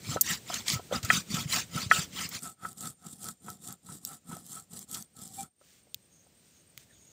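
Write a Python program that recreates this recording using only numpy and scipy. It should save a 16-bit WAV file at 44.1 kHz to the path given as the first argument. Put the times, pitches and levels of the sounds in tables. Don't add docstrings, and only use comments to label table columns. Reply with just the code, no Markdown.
import sys
import numpy as np
from scipy import signal
from scipy.fft import rfft, irfft, next_fast_len
from scipy.io import wavfile
from scipy.ndimage import uniform_filter1d, map_coordinates

SR = 44100
rng = np.random.default_rng(int(sys.argv[2]) if len(sys.argv) > 2 else 0)


def waveform_to_disk(signal):
    frames = np.transpose(np.atleast_2d(signal))
    scaled = np.clip(frames, -1, 1) * 32767
    samples = np.round(scaled).astype(np.int16)
    wavfile.write(sys.argv[1], SR, samples)


N = 313977
TIME = np.arange(N) / SR
FFT_SIZE = 2 * next_fast_len(N // 2 + 1)
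FFT_HZ = np.fft.rfftfreq(FFT_SIZE, 1 / SR)
TOP_HZ = 15550

# frequency_hz, gain_db
GRIT_SPECTRUM = [(150, -21), (420, -20), (620, -17.5), (830, -21.5), (1150, -17), (1650, -13),
                 (2700, -10.5), (3700, -12), (4900, -13), (7400, -11.5), (10100, -24), (12400, -28),
                 (15000, -19.5)]
# frequency_hz, gain_db
SNAP_SPECTRUM = [(200, -23.5), (1100, -29), (2350, -18.5), (3100, -7.5), (7400, 8), (10400, -7),
                 (12800, 8.5), (13800, -2.5), (15500, 2)]
# pitch_hz, t60_s, level_db
ROLLER_MODES = [(559, 0.015, 0), (710, 0.021, -8.5), (970, 0.031, -12.5), (1309.6, 0.059, -3.5),
                (1455, 0.059, -11), (1769, 0.021, -6.5), (1900, 0.016, -2.5), (2470, 0.018, -5),
                (3210, 0.07, -12)]


def undb(db):
    return 10 ** (np.asarray(db) / 20)


def unit(x):
    return x / np.sqrt(np.mean(x ** 2))


def colour(x, spectrum, tilt_db=0):
    size = 2 * next_fast_len(len(x) // 2 + 1024)
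    octave = np.log2(np.maximum(np.fft.rfftfreq(size, 1 / SR), 1))
    hz, db = np.transpose(spectrum)
    gain_db = np.interp(octave, np.log2(hz), db) + tilt_db * np.maximum(octave - np.log2(3000), 0)
    cepstrum = irfft(np.log(undb(gain_db)))
    cepstrum[1:size // 2] *= 2
    cepstrum[size // 2 + 1:] = 0
    return irfft(rfft(x, size) * np.exp(rfft(cepstrum)))[:len(x)]


def wander(rate_hz):
    hold = max(int(SR / rate_hz), 101)
    levels = rng.standard_normal(N // 100)[:N // hold + 1]
    return unit(uniform_filter1d(np.repeat(levels, hold), hold)[:N])


def grains(per_s, spread_db):
    size_db = spread_db * np.minimum(rng.exponential(size=N), 6)
    return unit((rng.random(N) < per_s / SR) * rng.choice([-1, 1], N) * undb(size_db))


def narrow_noise(hz, width_hz):
    band = 1 / (1 + ((FFT_HZ - hz) / width_hz) ** 2)
    return unit(irfft(rfft(rng.standard_normal(FFT_SIZE)) * band)[:N])


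def swell(start, end):
    return np.sin(np.pi * np.clip((TIME - start) / (end - start), 0, 1))


def glide(start, end, start_hz, end_hz, db):
    phase = 2 * np.pi * np.cumsum(np.interp(TIME, [start, end], [start_hz, end_hz])) / SR
    return undb(db) * swell(start, end) * np.sin(phase)


def add(track, start_s, sound):
    i = int(start_s * SR)
    track[i:i + len(sound)] += sound[:N - i]


def stroke_gains(strokes, grit_power, rumble_power, contact_s, bare_rumble_db):
    grit, rumble, ring = np.zeros((3, N))
    for start, fastest, end, grit_db, rumble_db, bare_s, ring_db in strokes:
        span = slice(max(int(start * SR), 0), int(end * SR))
        t = TIME[span]
        speed = np.sin(np.pi / 2 * np.interp(t, [start, fastest, end], [0, 1, 0]))
        contact = 1 / (1 + ((t - bare_s) / contact_s) ** 2)
        grit[span] += undb(grit_db) * speed ** grit_power
        rumble[span] += undb(rumble_db + bare_rumble_db * contact) * speed ** rumble_power
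        ring[span] += undb(ring_db) * speed * contact
    return grit, rumble, ring


def crumble(per_s, surge_db, decay_s):
    breaks = (rng.random(N) < per_s / SR) * rng.uniform(.5, 1, N)
    surges = signal.lfilter([1], [1, -np.exp(-1 / (decay_s * SR))], breaks)
    return unit(1 + undb(surge_db) * surges)


def slab_reflection(x, lag_s, echo_db):
    lag = lag_s * (1 + .12 * wander(6))
    return x + undb(echo_db) * map_coordinates(x, [(TIME - lag) * SR], order=3)


def fragment_flicker(x, depth_db, rate_hz, bands=28):
    place = np.interp(np.sqrt(FFT_HZ), np.sqrt([500, TOP_HZ]), [0, bands - 1])
    spectrum = rfft(x, FFT_SIZE)
    out = np.zeros(N)
    for k in range(bands):
        band = irfft(spectrum * np.maximum(1 - np.abs(place - k), 0))[:N]
        out += band * undb(depth_db * wander(rate_hz))
    return out


def stone_ring(modes, favoured_hz, octaves):
    t = TIME[:SR // 8]
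    ring = np.zeros(len(t))
    for hz, t60, db in modes:
        weight = undb(db) / (1 + (np.log2(hz / favoured_hz) / octaves) ** 2)
        ring += weight * np.sin(2 * np.pi * hz * t) * np.exp(-np.log(1000) * t / t60)
    return ring / np.abs(ring).max()


def rubbed(ring):
    slips = np.diff(grains(per_s=4000, spread_db=1), prepend=0)
    return unit(signal.fftconvolve(slips, ring)[:N])


def roller_tone():
    return rubbed(stone_ring(ROLLER_MODES, 1200, octaves=0.022))


def dry_grinding():
    # start_s, fastest_s, end_s, grit_db, rumble_db, bare_stone_s, ring_db
    strokes = [(-0.01, 0.117, 0.21, -37.5, -40.5, 0.13, -42.5),
               (0.202, 0.307, 0.41, -31.5, -46, 0.299, -44.5),
               (0.436, 0.542, 0.68, -36.5, -49.5, 0.536, -43),
               (0.641, 0.698, 0.82, -30, -46.5, 0.773, -38.5), (0.9, 0.955, 1.02, -37.5, -39, 0.941, -29.5),
               (1.02, 1.05, 1.095, -39, -47, 1.052, -46), (1.06, 1.135, 1.253, -28.5, -41, 1.125, -42),
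               (1.24, 1.383, 1.49, -34, -40, 1.37, -38.5),
               (1.452, 1.546, 1.671, -28.0, -42.5, 1.559, -37.5),
               (1.68, 1.795, 1.914, -35, -41, 1.777, -36.5), (1.88, 1.944, 2.1, -29.5, -42.5, 1.971, -36.5),
               (2.08, 2.215, 2.324, -36, -45, 2.207, -44.5), (2.285, 2.35, 2.416, -36.5, -47.5, 2.345, -49)]
    # frequency_hz, gain_db
    slab_spectrum = [(25, -43), (42, -23), (87, -3.5), (185, 1), (235, -2), (320, -14), (520, -23),
                     (1200, -63.5)]
    # pitch_hz, t60_s, level_db
    bright_modes = [(2700, 0.0094, -2), (3680, 0.017, -3), (4432, .025, -3), (4830, 0.031, 1.5),
                    (5460, .025, -2.5), (6300, 0.01, -2.5), (7170, 0.027, 1.5)]
    grit, rumble, ring = stroke_gains(strokes, grit_power=2.5, rumble_power=1.4,
                                      contact_s=0.022, bare_rumble_db=2.5)
    judder = undb(0.96 * wander(160) + 0.57 * wander(40))
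    seeds = crumble(per_s=100, surge_db=-7.5, decay_s=.003)
    fractures = slab_reflection(grains(per_s=15000, spread_db=2.5), lag_s=.0009, echo_db=-9)
    crunch = colour(fractures * judder * seeds, GRIT_SPECTRUM)
    crunch = unit(fragment_flicker(crunch, depth_db=4.5, rate_hz=70))
    bumps = unit(colour(grains(per_s=1500, spread_db=5) * judder, slab_spectrum))
    body = undb(-8.5) * rubbed(stone_ring(ROLLER_MODES, 680, octaves=0.36))
    overtones = undb(-10) * rubbed(stone_ring(bright_modes, 4800, octaves=2.2)) * judder
    tone = undb(-1.2) * roller_tone()
    return grit * (crunch + overtones) + undb(-0.36) * rumble * bumps + ring * (tone + body)


def cricket():
    chirps_per_s, chirp_peak_s, wingbeats_per_s = 9.08, 5.71, 37
    chirps = np.cos(2 * np.pi * chirps_per_s * (TIME - chirp_peak_s))
    beats = np.cos(2 * np.pi * wingbeats_per_s * TIME)
    return unit(narrow_noise(8685, width_hz=60) * undb(6 * np.tanh(2 * chirps + 1) + 3 * beats))


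def garden():
    # time_s, level_db
    air_levels = [(0, -51.5), (2.3, -53.5), (2.5, -72), (5.45, -68), (5.51, -81.5), (5.59, -75.5),
                  (5.62, -67.5), (7.12, -62.5)]
    # frequency_hz, gain_db
    air_spectrum = [(25, -23), (70, -1.5), (185, -1), (300, -7), (550, -10.5), (1000, -20), (3500, -17.5),
                    (5000, -18.5), (7000, -17.5), (8300, -15.5), (10000, -29), (15000, -22)]
    air_db = np.interp(TIME, *np.transpose(air_levels))
    air = unit(colour(rng.standard_normal(N), air_spectrum))
    cricket_db = np.minimum(air_db, -73) + 1.5
    return undb(air_db) * air + undb(cricket_db) * cricket()


def thumps():
    # start_s, level_db, pitch_hz
    bounces = [(0.088, -24.5, 136), (0.303, -32, 162), (0.733, -25.5, 143), (0.755, -26.5, 118),
               (0.954, -31, 229), (1.037, -26, 103), (1.13, -28.5, 177), (1.175, -28.5, 179),
               (1.303, -32, 198), (1.339, -28, 177), (1.455, -25.5, 143), (1.544, -36.5, 178),
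               (1.758, -26, 173), (1.862, -29, 110), (1.985, -24.5, 152.8), (5.956, -53.5, 105.4),
               (6.772, -52, 131)]
    out = np.zeros(N)
    t = TIME[:SR // 8]
    rise_s = .005
    envelope = t / rise_s * np.exp(1 - t / rise_s)
    for start, db, hz in bounces:
        add(out, start, undb(db - 1.5) * np.sin(2 * np.pi * hz * t) * envelope)
    return out


def knocks():
    # start_s, level_db, favoured_hz
    impacts = [(0.1615, -18, 543), (0.169, -25.5, 1010), (.499, -28.5, 815), (0.795, -34.5, 735),
               (0.9128, -29, 590), (0.925, -23.5, 540), (1.1019, -3, 1990), (1.12, -29, 1410),
               (1.9127, -2.5, 1720), (2.649, -25, 1246), (3.286, -37.5, 1090), (3.4821, -35, 1054),
               (3.887, -44, 990), (4.313, -40.5, 940), (4.366, -41.5, 745), (4.944, -52, 790),
               (5.612, -51, 308), (5.87, -59.5, 481), (6.266, -58.5, 700)]
    out = np.zeros(N)
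    t = TIME[:SR // 8]
    slab_note = undb(-26) * stone_ring(ROLLER_MODES, 717, octaves=0.021)
    attack = 1 - np.exp(-t / 0.0014)
    for start, db, hz in impacts:
        ring = (stone_ring(ROLLER_MODES, hz, octaves=0.32) + slab_note) * attack
        crush = rng.standard_normal(len(t)) * np.exp(-t / 0.0051)
        rattle = signal.fftconvolve(crush, ring * np.exp(-t / 0.006))[:len(t)]
        rattle_db = min(db, -24) - 4
        add(out, start, undb(db) * ring / np.abs(ring).max())
        add(out, start, undb(rattle_db) * rattle / np.abs(rattle).max())
    return out


def husk_snaps():
    # start_s, level_db, decay_s, tilt_db_per_octave
    breaks = [(0.21, -8, 0.0034, 7.5), (0.2142, -13, 0.0031, 5.5), (0.5405, -27, 0.0038, -11),
              (.681, -22.5, 0.0033, -15), (0.7018, -16, 0.00041, -9), (1.029, -37, 0.0063, -10.5),
              (1.048, -31, 0.0034, -5), (1.148, -31, 0.001, -23), (1.341, -32.5, 0.0099, -11),
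              (1.5624, -28, 0.0025, -15), (2.2893, -34, 0.0044, 5), (4.944, -34, 0.0078, -7.5)]
    out = np.zeros(N)
    t = TIME[:SR // 8]
    scatter = undb(-34.5) * np.exp(-t / 0.022)
    for start, db, decay_s, tilt_db in breaks:
        cracking = np.exp(-t / decay_s) * (1 - np.exp(-t / (0.18 * decay_s)))
        burst = colour(rng.choice([-1, 1], len(t)) * (cracking + scatter), SNAP_SPECTRUM, tilt_db)
        add(out, start, undb(db) * burst * np.sqrt(decay_s * SR / np.sum(burst ** 2)))
    return out


def husk_squeaks():
    # start_s, end_s, start_hz, end_hz, level_db
    squeaks = [(0.921, 0.942, 3000, 3870, -38.5), (0.952, .968, 4700, 5060, -29.5)]
    return narrow_noise(0, width_hz=180) * sum(glide(*squeak) for squeak in squeaks)


def wet_grinding():
    # start_s, fastest_s, end_s, grit_db, rumble_db, bare_stone_s, ring_db
    strokes = [(2.37, 2.46, 2.564, -45, -53, 2.462, -44.5), (2.56, 2.685, 2.77, -49.5, -51.5, 2.643, -43.5),
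               (2.738, 2.836, 2.962, -41.5, -48.5, 2.856, -44),
               (2.965, 3.103, 3.205, -50, -54.0, 3.058, -53), (3.159, 3.26, 3.37, -43, -50.5, 3.268, -48.5),
               (3.393, 3.505, 3.605, -48, -49, 3.488, -51),
               (3.573, 3.687, 3.774, -43.5, -49.5, 3.711, -50.5),
               (3.809, 3.922, 4.035, -49.5, -52.5, 3.912, -54),
               (3.995, 4.107, 4.205, -43.5, -50, 4.12, -50), (4.225, 4.346, 4.46, -48.0, -49, 4.33, -45.5),
               (4.4, 4.527, 4.677, -44.5, -53.5, 4.574, -49.5), (4.67, 4.8, 4.864, -44.5, -51, 4.74, -59.5),
               (4.857, 4.955, 5.07, -41, -49.5, 4.965, -46.5),
               (5.125, 5.22, 5.36, -47, -53.5, 5.195, -58.5),
               (5.28, 5.386, 5.497, -43.5, -51.5, 5.446, -53.5)]
    # frequency_hz, gain_db
    crackle_spectrum = [(200, -25.5), (550, -35.5), (1000, -23.5), (1750, -26), (2550, -30.5),
                        (3400, -17.5), (6500, -16), (7500, -5.5), (8500, -7), (9700, -13), (13500, -19),
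                        (15000, -20)]
    # frequency_hz, gain_db
    slab_spectrum = [(25, -29), (42, -19), (87, -5.5), (185, 4.5), (235, 1), (320, -9), (520, -15.5),
                     (1200, -56)]
    # pitch_hz, t60_s, level_db
    slab_modes = [(728, 0.078, -1), (789, 0.09, -3.5), (1074, 0.016, -1.5), (1730, 0.028, -11),
                  (3320, 0.013, -3), (5640, 0.017, -16), (7100, 0.05, -5)]
    grit, rumble, ring = stroke_gains(strokes, grit_power=2.29, rumble_power=1.39,
                                      contact_s=0.026, bare_rumble_db=5)
    judder = undb(2.04 * wander(140) + 1.36 * wander(40))
    seeds = crumble(per_s=96, surge_db=-1, decay_s=0.0012)
    film = grains(per_s=12000, spread_db=3.5) + undb(-8.5) * grains(per_s=780, spread_db=3)
    film = slab_reflection(film, lag_s=0.001, echo_db=-12)
    crackle = colour(film * judder * seeds, crackle_spectrum)
    crackle = unit(fragment_flicker(crackle, depth_db=2.5, rate_hz=80))
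    bumps = unit(colour(grains(per_s=2700, spread_db=2) * judder, slab_spectrum))
    slab_drive = undb(-14.5) * rumble + undb(-17) * ring
    hollow = rubbed(stone_ring(slab_modes, 530, octaves=1.7)) * slab_drive
    body = undb(-17.5) * rubbed(stone_ring(ROLLER_MODES, 790, octaves=0.53))
    tone = undb(-1.6) * roller_tone()
    return grit * crackle + undb(-2.1) * rumble * bumps + ring * (tone + body) + hollow


def film_tear(spectrum, tear_s, lowest_hz):
    t = TIME[:SR // 16]
    envelope = np.exp(-t / tear_s) + undb(-21) * np.exp(-t / .0019)
    burst = colour(rng.choice([-1, 1], len(t)) * envelope, spectrum)
    sound = signal.sosfilt(signal.butter(4, lowest_hz, "high", fs=SR, output="sos"), burst)
    return sound / np.abs(sound).max()


def paste_pops():
    # start_s, peak_db
    pockets = [(2.391, -33), (2.7298, -38), (2.7818, -33), (2.8074, -27), (3.243, -27.5), (3.2868, -23.5),
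               (3.4643, -36), (3.502, -24), (3.7256, -28), (4.0503, -16), (4.368, -33), (4.4648, -34),
               (4.733, -34), (4.792, -29), (4.914, -25), (5.0248, -27), (5.277, -33)]
    out = np.zeros(N)
    for start, db in pockets:
        add(out, start, undb(db) * film_tear(SNAP_SPECTRUM, tear_s=.0008, lowest_hz=1500))
    return out


def insect_buzz():
    # start_s, end_s, pitch_hz, level_db
    spells = [(2.6, 4.993, 7210, -75), (6.099, 6.264, 6470, -67), (6.51, 6.64, 6500, -67.5),
              (6.891, 7.143, 6650, -64)]
    buzz = sum(undb(db) * np.sqrt(swell(start, end)) * narrow_noise(hz, width_hz=280)
               for start, end, hz, db in spells)
    return buzz * undb(2.7 * wander(60))


def roller_squeal():
    # time_s, pitch_hz, level_db
    contour = [(5.15, 800, -85), (5.251, 772, -69), (5.35, 770, -72), (5.39, 782, -49), (5.44, 790, -59),
               (5.509, 718, -86)]
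    times, hz, db = np.transpose(contour)
    pitch_hz = np.interp(TIME, times, hz) * (1 + .012 * wander(150))
    phase = 2 * np.pi * np.cumsum(pitch_hz) / SR
    tone = np.sin(phase) + undb(-33.5) * np.sin(2 * phase) + undb(-17) * np.sin(3 * phase)
    gain = undb(np.interp(TIME, times, db, left=-140, right=-140))
    return unit(tone) * gain * undb(4.3 * wander(60))


def finger_wipes():
    # start_s, end_s, level_db
    wipes = [(5.586, 5.846, -61.5), (6.34, 6.65, -66), (6.76, 6.858, -59)]
    smear = unit(colour(grains(per_s=4400, spread_db=0), GRIT_SPECTRUM, tilt_db=2.5))
    return smear * sum(undb(db) * swell(start, end) for start, end, db in wipes)


def finger_clicks():
    # start_s, peak_db, lowest_hz
    partings = [(5.9447, -12, 2800), (6.7769, -20.5, 1100)]
    # frequency_hz, gain_db
    click_spectrum = [(600, -14), (1500, -3), (3600, 5), (5300, -1), (7200, 2), (10300, -12), (12500, -1),
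                      (15000, 0)]
    out = np.zeros(N)
    for start, db, lowest_hz in partings:
        add(out, start, undb(db) * film_tear(click_spectrum, tear_s=.00001, lowest_hz=lowest_hz))
    return out


def far_bird():
    # start_s, end_s, start_hz, end_hz, level_db
    whistles = [(6.876, 6.948, 1960, 1575, -66.5), (6.904, 7.001, 3940, 3080, -66.5),
                (7.013, 7.102, 3900, 3220, -76)]
    return narrow_noise(0, width_hz=230) * sum(glide(*whistle) for whistle in whistles)


def scene():
    mono = dry_grinding() + garden() + thumps() + knocks() + husk_snaps() + husk_squeaks()
    mono += wet_grinding() + paste_pops() + insect_buzz() + roller_squeal()
    mono += finger_wipes() + finger_clicks() + far_bird()
    return np.array([mono, mono])


def record(dry):
    thinned = signal.sosfilt(signal.butter(3, 48, "high", fs=SR, output="sos"), dry)
    return signal.sosfilt(signal.ellip(10, .2, 70, TOP_HZ, fs=SR, output="sos"), thinned)


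dry = scene()
out = record(dry)
waveform_to_disk(out)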